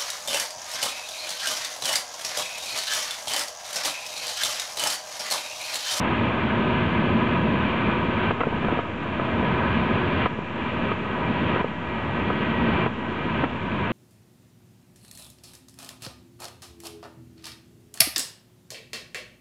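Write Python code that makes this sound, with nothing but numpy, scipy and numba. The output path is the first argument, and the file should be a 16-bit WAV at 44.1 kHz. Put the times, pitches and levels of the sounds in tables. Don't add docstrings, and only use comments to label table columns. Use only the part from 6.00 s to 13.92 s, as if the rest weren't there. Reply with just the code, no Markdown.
import sys
import numpy as np
from scipy import signal
from scipy.fft import rfft, irfft
from scipy.io import wavfile
from scipy.ndimage import uniform_filter1d
from numba import njit

SR = 44100
rng = np.random.default_rng(int(sys.argv[2]) if len(sys.argv) > 2 else 0)


def wav_record(signal):
    frames = np.transpose(np.atleast_2d(signal))
    bounded = np.clip(frames, -1, 1)
    quanta = np.round(bounded * 32767).astype(np.int16)
    wavfile.write(sys.argv[1], SR, quanta)


def level_to_linear(level):
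    exponent = np.asarray(level, float) / 20
    return 10 ** exponent


N = 349272


def shaped(gain):
    return irfft(rfft(rng.standard_normal(N)) * gain, N)


def unit(x):
    return x / np.std(x)


def walk(rate):
    hold = int(SR / rate)
    steps = np.repeat(rng.standard_normal(N // hold + 1), hold)
    smooth = uniform_filter1d(uniform_filter1d(steps, hold), hold)
    return unit(smooth[:N])


# frequency in Hz, relative density in dB per Hz.
RUSH = [(20, -30), (40, -25.5), (65, -7.5), (110, -7), (200, -7), (300, -10), (450, -12), (750, -17.5),
        (1100, -15), (1800, -24.5), (2600, -18.5), (3300, -27), (5000, -25), (8000, -49.5)]
# frequency in Hz, width in Hz, peak in dB over the broad colour.
CABIN = [(97, 44, 3.5), (162, 39, 3), (230, 53.6, 8), (326, 31, 2), (365, 36, 5), (500, 31, 1.5),
         (627, 96, 4.5), (972, 114, 8.5), (1254, 49, 7.5), (1534, 65, 9), (1684, 114, 10), (1890, 67, 5),
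         (2064, 49, 5), (2365, 52, 7.5), (3260, 420, 4.5)]


def air_rush():
    near_db, flicker_db = 0.5, 0.33
    hz = np.fft.rfftfreq(N, 1 / SR) + 1e-9
    colour_hz, colour_db = np.transpose(RUSH)
    db = np.interp(np.log(hz), np.log(colour_hz), colour_db, right=-60)
    for centre_hz, width_hz, peak_db in CABIN:
        db = db + peak_db / (1 + (2 * (hz - centre_hz) / width_hz) ** 2)
    out = 0
    below = walk(12)
    for octave in range(5, 13):
        lowest, highest = -1 * (octave > 5), 1 * (octave < 12)
        share = np.cos(np.pi / 2 * np.clip(np.log2(hz) - octave - 0.5, lowest, highest))
        above = walk(11)
        level_db = near_db * (below + above) + flicker_db * walk(25)
        out = out + level_to_linear(level_db) * shaped(level_to_linear(db) * share)
        below = above
    return unit(out)


# time in seconds, rms level in dB before the wavering.
WHINE = [(0, -52.5), (2.6, -53), (2.8, -48), (6.6, -39), (7.001, -43), (7.92, -46)]


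def whine():
    centre_hz, waver_hz, waver_db = 1920.5, 0.8, 1.5
    phase = 2 * np.pi * np.cumsum(centre_hz + waver_hz * walk(5.4)) / SR
    level_db = np.interp(np.arange(N) / SR, *np.transpose(WHINE))
    return np.sqrt(2) * level_to_linear(level_db + waver_db * walk(5.1)) * np.sin(phase)


# start in seconds, end in seconds, middle thud peak in dB.
FUMBLING = [(2.488, 2.78, -12.5), (3.298, 3.5, -17.5), (4.78, 4.9, -15.5)]


def bumps():
    gap_s, scatter_db, contact_ms, crack_db = 0.05, 2, 2.2, -12
    rows = []
    for start_s, end_s, thud_db in FUMBLING:
        for s in np.arange(start_s, end_s - gap_s / 2, gap_s):
            late, hard = rng.random(2)
            bump_db = thud_db + scatter_db * (2 * hard - 1)
            rows.append((s + gap_s * late, bump_db, contact_ms * 2 ** (1 - 2 * hard), crack_db))
    return rows


# time in seconds, thud peak in dB, contact in ms, crack peak in dB.
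KNOCKS = [(0.288, -21, 1, -2), (1.923, -22, 0.86, -1.5), (2.307, -11, 0.66, 2.5), (2.405, -6, .3, 2.5),
          (2.410, -6, .3, -9), (2.414, -8, 0.45, -9), (2.434, -8, .5, -9), (2.469, -5, 2.3, -1.5),
          (2.646, -8.5, 0.38, -0.5), (2.683, -11.5, 0.62, -11), (2.731, -12.5, 0.99, -0.5),
          (2.789, -9.5, 0.84, 4.5), (3.196, -8.5, 0.74, -9), (4.258, -9.5, 0.56, 6.5),
          (4.387, -7, 1.9, -12), (4.916, -8, 0.84, 2.5), (5.560, -11.5, 0.64, -1), (5.603, -18, 2.4, 5.5),
          (5.609, -10, 0.75, -4), (5.643, -3, 1.3, 3.5), (6.301, -11, 0.89, -1), (6.861, -12, 0.86, 3.5),
          (7.436, -8.5, 1.2, 3.5), (7.440, -10, .4, -9)]
# frequency in Hz, level in dB, time to fall by 60 dB in seconds.
BODY = [(270, -3, 0.027), (444, 3, 0.019), (704, -5, 0.03), (986, -0.5, 0.024), (1280, 3.5, 0.021),
        (1925, -3.5, 0.021), (2510, -5, 0.019), (3300, -7, 0.014)]


def knocks():
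    rattle_db, rattle_s, spread_s = 4, 0.003, 0.0012
    crack_hz, crack_s = 12000, 0.0004
    lead_s = 0.002
    out = np.zeros(N + SR)
    t = np.arange(SR // 16) / SR
    for s, thud_db, contact_ms, crack_db in [*KNOCKS, *bumps()]:
        ring = 0
        for hz, db, t60 in BODY:
            chance = rng.standard_normal()
            wave = np.cos(2 * np.pi * hz * (1 + 0.04 * chance) * t + 2 * chance)
            ring = ring + level_to_linear(db + 2 * chance) * wave * 1000.0 ** (-t / t60)
        ring = ring + level_to_linear(rattle_db) * rng.standard_normal(len(t)) * np.exp(-t / rattle_s)
        ring = ring * (1 - np.exp(-t / spread_s))
        push = np.exp(-0.5 * ((t - lead_s) * 6000 / max(contact_ms, 0.1)) ** 2)
        thud = signal.fftconvolve(ring, push)[:len(t)]
        crack_shape = np.exp(-0.5 * ((t - lead_s) / crack_s) ** 2)
        crack = crack_shape * np.cos(2 * np.pi * crack_hz * (t - lead_s))
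        i = int(s * SR) - int(lead_s * SR)
        out[i:i + len(t)] += level_to_linear(thud_db) * thud / np.abs(thud).max() + level_to_linear(crack_db) * crack
    return out[:N]


def scene():
    air_db = -22
    return (level_to_linear(air_db) * air_rush() + whine() + knocks())[None]


@njit
def ducking(over_db, hold, fall, fall_share, attack):
    out, want, now, wait = np.empty(len(over_db)), 0., 0., 0.
    for i in range(len(over_db)):
        if over_db[i] > want:
            want, wait = over_db[i], hold
        elif wait > 0:
            wait -= 1
        else:
            want = max(want - fall - fall_share * want, 0.)
        now += (want - now) * attack
        out[i] = now
    return out


def gain_control(dry):
    limit_db, lag_s, attack_s, hold_s = -3, 0.011, 0.006, 0.14
    recover_db_s, recover_share_s = 11.0, 0.7
    over_db = 20 * np.log10(np.abs(dry[0]) + 1e-9) - limit_db
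    duck_db = ducking(over_db, hold_s * SR, recover_db_s / SR, recover_share_s / SR, 1 / (attack_s * SR))
    lag = int(lag_s * SR)
    return dry * level_to_linear(-np.r_[np.zeros(lag), duck_db[:N - lag]])


def converter_hiss():
    hiss_db = -66.5
    hiss_cut = signal.butter(N=18, Wn=7750, fs=SR, output="sos")
    return level_to_linear(hiss_db) * unit(signal.sosfilt(hiss_cut, rng.standard_normal(N)))


def band_limit(x):
    return signal.sosfilt(signal.butter(12, 8820, fs=SR, output="sos"), x)


def record(dry):
    ceiling, offset = 0.36, -0.0072
    treble_cut = signal.butter(N=5, Wn=3600, fs=SR, output="sos")
    ducked = signal.sosfilt(treble_cut, gain_control(dry))
    rounded = ducked / (1 + (np.abs(ducked) / ceiling) ** 4) ** 0.25
    muffled = signal.sosfilt(treble_cut, rounded)
    return band_limit(muffled + converter_hiss() + offset)


dry = scene()
out = record(dry)
wav_record(out)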